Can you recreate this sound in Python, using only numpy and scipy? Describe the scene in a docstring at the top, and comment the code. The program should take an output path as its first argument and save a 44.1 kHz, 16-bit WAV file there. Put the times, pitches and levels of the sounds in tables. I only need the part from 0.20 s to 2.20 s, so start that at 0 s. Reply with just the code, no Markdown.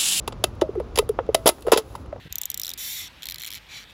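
"""Outdoors, close to the microphone: a knife point is pressed into an empty aluminium can.
Low rumble and soft hiss lie behind it. Up close, the blade scrapes faintly and the stressed foil ticks.
Wall panels snap through with short hollow pops; creases form with bright cracks, twice in a dense
crunch, and the thin shell rings briefly."""
import sys
import numpy as np
from scipy.fft import rfft, irfft, next_fast_len
from scipy.io import wavfile
from scipy.ndimage import map_coordinates

SR = 44100
rng = np.random.default_rng(int(sys.argv[2]) if len(sys.argv) > 2 else 0)


def store_wav(level_fs):
    """Save 16-bit WAV to argv[1]."""
    pcm = np.round(np.clip(np.atleast_2d(level_fs), -1, 1) * 32767)
    wavfile.write(sys.argv[1], SR, pcm.T.astype(np.int16))


N = 88200
TOP_HZ = 16900  # upper limit of the cracks and of the recorder


def amp(db):
    """Decibels to gain."""
    return 10 ** (np.asarray(db) / 20)


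def unit(x):
    """Scale to rms 1."""
    return x / np.sqrt(np.mean(x ** 2) + 1e-20)


def colour(points, hz):
    """Gain at hz from (f/Hz, level/dB) points on a log frequency axis."""
    freqs, dbs = np.transpose(points)
    return amp(np.interp(np.log(hz + 1), np.log(freqs + 1), dbs))


def level(points):
    """Gain per sample from (t/s, level/dB) points."""
    return amp(np.interp(np.arange(N) / SR, *np.transpose(points)))


def filtered(x, response):
    """Pass x through a frequency response."""
    size = 2 * next_fast_len(len(x))
    return irfft(rfft(x, size) * response(np.fft.rfftfreq(size, 1 / SR)), size)[:len(x)]


def noise(spectrum):
    """Noise of rms 1, coloured by (f/Hz, level/dB) points."""
    return unit(filtered(rng.standard_normal(N), lambda hz: colour(spectrum, hz)))


def causal(gain):
    """Minimum-phase response with the given gain."""
    cepstrum = irfft(np.log(np.maximum(gain, 1e-6)))
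    half = len(cepstrum) // 2
    cepstrum[1:half] *= 2
    cepstrum[half + 1:] = 0
    return np.exp(rfft(cepstrum))


def band(hz, lo_hz, hi_hz, order=5):
    """Band gain that keeps the power of white noise."""
    low_cut = 1 + (lo_hz / (hz + 1)) ** (2 * order)
    high_cut = 1 + (hz / hi_hz) ** (2 * order)
    return unit((low_cut * high_cut) ** -.5)


def wobble(rate, size):
    """A smooth random curve, rate knots a second."""
    knots = rng.standard_normal(int(size * rate / SR) + 4)
    return map_coordinates(knots, [np.arange(size) * rate / SR])


def add(out, start, sound):
    """Mix a sound in at start seconds."""
    part = out[max(round(start * SR), 0):][:len(sound)]
    part += sound[:len(part)]


# Colour of the rumble and the hiss behind the can: f/Hz, relative level/dB
RUMBLE_SPECTRUM = [(12, -36), (25, -18.5), (42, -3.5), (55, -6.5), (65, 2), (78, -8), (120, -8), (155, -17),
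                   (230, -17.5), (400, -65)]
AIR_SPECTRUM = [(160, -14), (260, 3), (550, -1.5), (700, -6.5), (1250, -9.5), (1800, -21), (2800, -23),
                (6000, -31), (9000, -47.5), (16000, -48)]
# Their rise and fall: t/s, level/dB
RUMBLE_ENVELOPE = [(0, -39.5), (.4, -37), (1.1, -40.5), (1.25, -41.5), (1.35, -54.5), (1.5, -40.5),
                   (1.62, -52), (1.75, -39), (2, -42)]
AIR_ENVELOPE = [(0, -45.5), (1.2, -46), (1.35, -49.5), (1.62, -49), (1.8, -46.5), (2, -48.5)]


def outdoors():
    """Low rumble and soft hiss of open air; both dip after the loudest crunches."""
    rumble = level(RUMBLE_ENVELOPE) * noise(RUMBLE_SPECTRUM)
    hiss = level(AIR_ENVELOPE) * noise(AIR_SPECTRUM)
    return rumble + hiss


# Blade friction, faint even this close: t/s, level/dB
SCRAPE_ENVELOPE = [(0, -79), (.23, -71), (.27, -69), (.6, -73.5), (.8, -70), (1.1, -81.5), (1.2, -56.5),
                   (1.33, -49.5), (1.44, -57), (1.63, -58), (1.71, -53), (1.82, -60), (1.9, -82), (2, -79)]
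# Colour of the friction and the ticks: f/Hz, relative level/dB
SCRAPE_SPECTRUM = [(300, -16), (1500, -3.5), (4000, 3), (7000, -1), (11000, 2), (16000, 3.5)]


def scrape(ticks_per_s=15, max_tick_db=-56, tick_t60=.008):
    """The blade slides on the wall with a fine hiss, and the stressed foil ticks."""
    ticks, t = np.zeros(N), np.arange(SR // 50) / SR
    for when, size in rng.random((int(ticks_per_s * N / SR), 2)):
        add(ticks, when * N / SR, size * amp(max_tick_db - 60 * t / tick_t60))
    return (level(SCRAPE_ENVELOPE) + ticks) * noise(SCRAPE_SPECTRUM)


# Resonances of the thin shell: f/Hz, width/Hz, relative level/dB
SHELL_MODES = [(848, 20, -15.5), (1288, 17, -7), (2046, 44, -6.5), (2013, 15, -7.5), (2670, 57, -3),
               (3080, 60, -13.5), (3454, 100, -9.5), (3860, 81, -12), (5140, 89, -16), (6940, 140, -6.5),
               (9800, 110, -17.5), (10570, 160, -10), (11200, 130, -12)]


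def shell(excitation, direct_db=-3.5, modes_db=2.5):
    """The can's wall adds its resonances to whatever excites it."""
    def response(hz):
        modes = sum(amp(db + modes_db) * 1j * hz * width / (centre ** 2 - hz ** 2 + 1j * hz * width)
                    for centre, width, db in SHELL_MODES)
        return amp(direct_db) + modes
    return filtered(excitation, response)


# Panels left ringing: t/s, level/dB, starting f/Hz, glide/(Hz/s), t60/s
TAUT_PANELS = [(.425, -21, 645, -700, 0.14), (.418, -22.5, 530, -3, 0.14), (.79, -19.5, 1250, -2, 0.048),
               (1.152, -32.5, 670, -250, 0.34), (1.155, -24.5, 540, 0, .08), (1.263, -15.5, 905, -4, .11),
               (1.262, -10.5, 640, 3, 0.095), (1.523, -15, 1000, 0, .12), (1.585, -17.5, 441, -200, 0.088)]


def panel_rings(rise_s=.003):
    """Panels that stay taut ring on, each a dying tone; some slide down in pitch."""
    out, t = np.zeros(N), np.arange(SR // 4) / SR
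    for start, db, hz, glide, t60 in TAUT_PANELS:
        envelope = amp(db - 60 * t / t60) * (1 - np.exp(-t / rise_s))
        add(out, start, envelope * np.sin(2 * np.pi * (hz + glide * t / 2) * t))
    return out


# Wall panels snapping through, close up: t/s, level/dB, f/Hz at the peak, swell/s
PANEL_SNAPS = [(0.078, -22, 436, 0.0036), (.0785, -23, 1022, 0.0024), (.239, -15.5, 690, .0015),
               (.2395, -17, 397, 0.0039), (.414, -15.5, 601, 0.0091), (.417, -11, 372, 0.0058),
               (.417, -20, 925, 0.0029), (0.4903, -19.5, 412, 0.0039), (.556, -22.5, 441, 0.0066),
               (0.571, -19, 375.5, 0.0098), (.5995, -20, 540, 0.0036), (.607, -24.5, 459, .005),
               (.778, -13.5, 481, 0.002), (.788, -11, 442, 0.0077), (.7878, -17, 1035, 0.0021),
               (.8255, -25, 516, 0.0024), (0.891, -13.5, 440, 0.0084), (.9878, -14.5, 547, 0.0017),
               (.995, -23, 492, 0.0091), (1.089, -11.5, 470, 0.0031), (1.098, -20, 477, 0.0027),
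               (1.146, -8.5, 686, 0.0039), (1.1465, -15.5, 447, 0.0022), (1.2588, -3.5, 455.4, 0.0011),
               (1.272, -11, 487, 0.002), (1.2765, -22.5, 813, .004), (1.291, -13, 405, 0.0027),
               (1.447, -30.5, 463, 0.012), (1.4709, -14, 442, 0.0041), (1.482, -13.5, 530, 0.0025),
               (1.519, -5, 491, 0.0035), (1.5312, -6, 394, .003), (1.562, -11.5, 463, 0.00293),
               (1.581, -14, 472, 0.002), (1.751, -26.5, 983, 0.0026), (1.926, -22.5, 615, .0045),
               (1.957, -34, 500, 0.0057)]


def panel_pops(steepness=2.93, pitch_sag=.21, settle_s=.0083, ring_db=-17.5, ring_t60=.13):
    """A panel swings through and rings briefly, its pitch settling as the stress lets go."""
    out, t = np.zeros(N), np.arange(SR // 4) / SR
    for start, db, hz, swell in PANEL_SNAPS:
        progress = t / swell
        swing = (progress * np.exp(1 - progress)) ** steepness
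        after_ring = amp(ring_db - 60 * t / ring_t60) * (1 - np.exp(-progress))
        pitch = hz * (1 + pitch_sag * (np.exp(-t / settle_s) - np.exp(-swell / settle_s)))
        tone = np.sin(2 * np.pi * np.cumsum(pitch) / SR)
        add(out, start, amp(db) * (swing + after_ring) * tone)
    return out


# Creases cracking, close up: t/s, relative level/dB of body, middle and treble, t60/s
CREASES = [(0.076, -25.5, -23, -27, 0.028), (0.1231, -33, -35, -61, 0.024),
           (.2388, -16.5, -10, -15.5, 0.024), (0.351, -64, -66, -57, .015), (.4128, -19, -23.5, -33, 0.033),
           (0.552, -34, -64, -60, 0.024), (.599, -29.5, -44.5, -49, 0.028),
           (0.757, -29.5, -22, -28.5, 0.034), (.774, -26, -17.5, -22.5, 0.031),
           (0.7862, -21, -10, -14, 0.024), (0.8903, -32, -34, -26.5, 0.017), (.988, -15, -48.5, -77, 0.031),
           (1.064, -58.5, -47.5, -71.5, 0.012), (1.0897, -32.5, -70, -78, .02),
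           (1.145, -17.5, -16, -11, 0.016), (1.1478, -18.5, -9, -37, 0.02),
           (1.258, -16, -22.5, -20.5, 0.097), (1.266, -25, -13.5, -17, 0.085),
           (1.274, -15, -11.5, -7, 0.037), (1.28, -27, -21, -15.5, 0.034), (1.288, -17, -12, -12, 0.033),
           (1.315, -51, -57, -57, 0.014), (1.382, -38.5, -63, -61, 0.027), (1.407, -62, -65, -46, 0.016),
           (1.422, -52, -39.5, -39, 0.016), (1.4658, -28.5, -43.5, -42, 0.11),
           (1.481, -30, -39.5, -56, 0.12), (1.518, -10.5, -14.5, -14.5, 0.07),
           (1.5311, -14.5, -13, -38, .06), (1.558, -32, -29, -51, 0.14), (1.5738, -18.5, -15, -18.5, 0.053),
           (1.751, -34.5, -39.5, -43, 0.04), (1.859, -40.5, -56, -60, .02), (1.926, -35, -58, -69, 0.039),
           (1.959, -38, -63, -75, 0.032)]
# Where body, middle and treble begin: f/Hz
BAND_STARTS = [508, 1830, 6570]
# Colour of cracking aluminium: f/Hz, relative level/dB
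CRACK_SPECTRUM = [(100, -36.5), (300, 13), (900, 4), (1080, 1.5), (1400, -2.5), (1650, -8.5), (1950, -5.5),
                  (2250, -7.5), (3000, -0.5), (3950, -1), (4300, -5.5), (4700, 0), (6100, -6.5), (6900, -5),
                  (10500, 5.5), (16000, -0.5)]


def cracks(rise_s=.0006, hold_s=.0017, slips_per_s=1200, grain_db=2.8, shimmer_db=-26.5, shimmer_t60=.13):
    """Each crease gives way in a burst of tiny slips that dies fast and leaves a faint shimmer."""
    out, t = np.zeros(N), np.arange(SR // 4) / SR
    tracks = np.zeros((len(BAND_STARTS), N))
    attack = 1 - np.exp(-t / rise_s)
    for start, *band_dbs, t60 in CREASES:
        fade = amp(-60 * np.maximum(t - hold_s, 0) / t60)
        slips = amp(grain_db * wobble(slips_per_s, len(t))) * rng.standard_normal(len(t))
        burst = unit(fade * slips) * np.sqrt(np.mean(fade ** 2))  # the fade alone sets the energy
        shimmer = rng.standard_normal(len(t)) * amp(shimmer_db - 60 * t / shimmer_t60)
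        for track, db in zip(tracks, band_dbs):
            add(track, start, amp(db) * attack * (burst + shimmer))
    edges = [*BAND_STARTS, TOP_HZ]
    for track, low, high in zip(tracks, edges, edges[1:]):
        out += filtered(track, lambda hz: causal(band(hz, low, high) * colour(CRACK_SPECTRUM, hz)))
    return out


def scene():
    """The can close up, in mono, against the outdoor background."""
    return (outdoors() + panel_rings() + panel_pops() + shell(cracks() + scrape()))[None]


# Response of the microphone: f/Hz, level/dB
MIC_RESPONSE = [(20, 1), (7700, 1), (8300, -5.5), (8600, -19), (9000, -2), (9800, 1), (11000, 1),
                (12400, -3.5), (13400, -22), (14400, -5.5), (15600, -0.5), (16300, -31.5)]


def record(dry):
    """The microphone notches the treble; the recorder clips at full scale and is band-limited."""
    mic = filtered(dry[0], lambda hz: causal(colour(MIC_RESPONSE, hz)))
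    clipped = np.clip(mic, -1, 1)
    return filtered(clipped, lambda hz: hz < TOP_HZ)[None]


dry = scene()
out = record(dry)
store_wav(out)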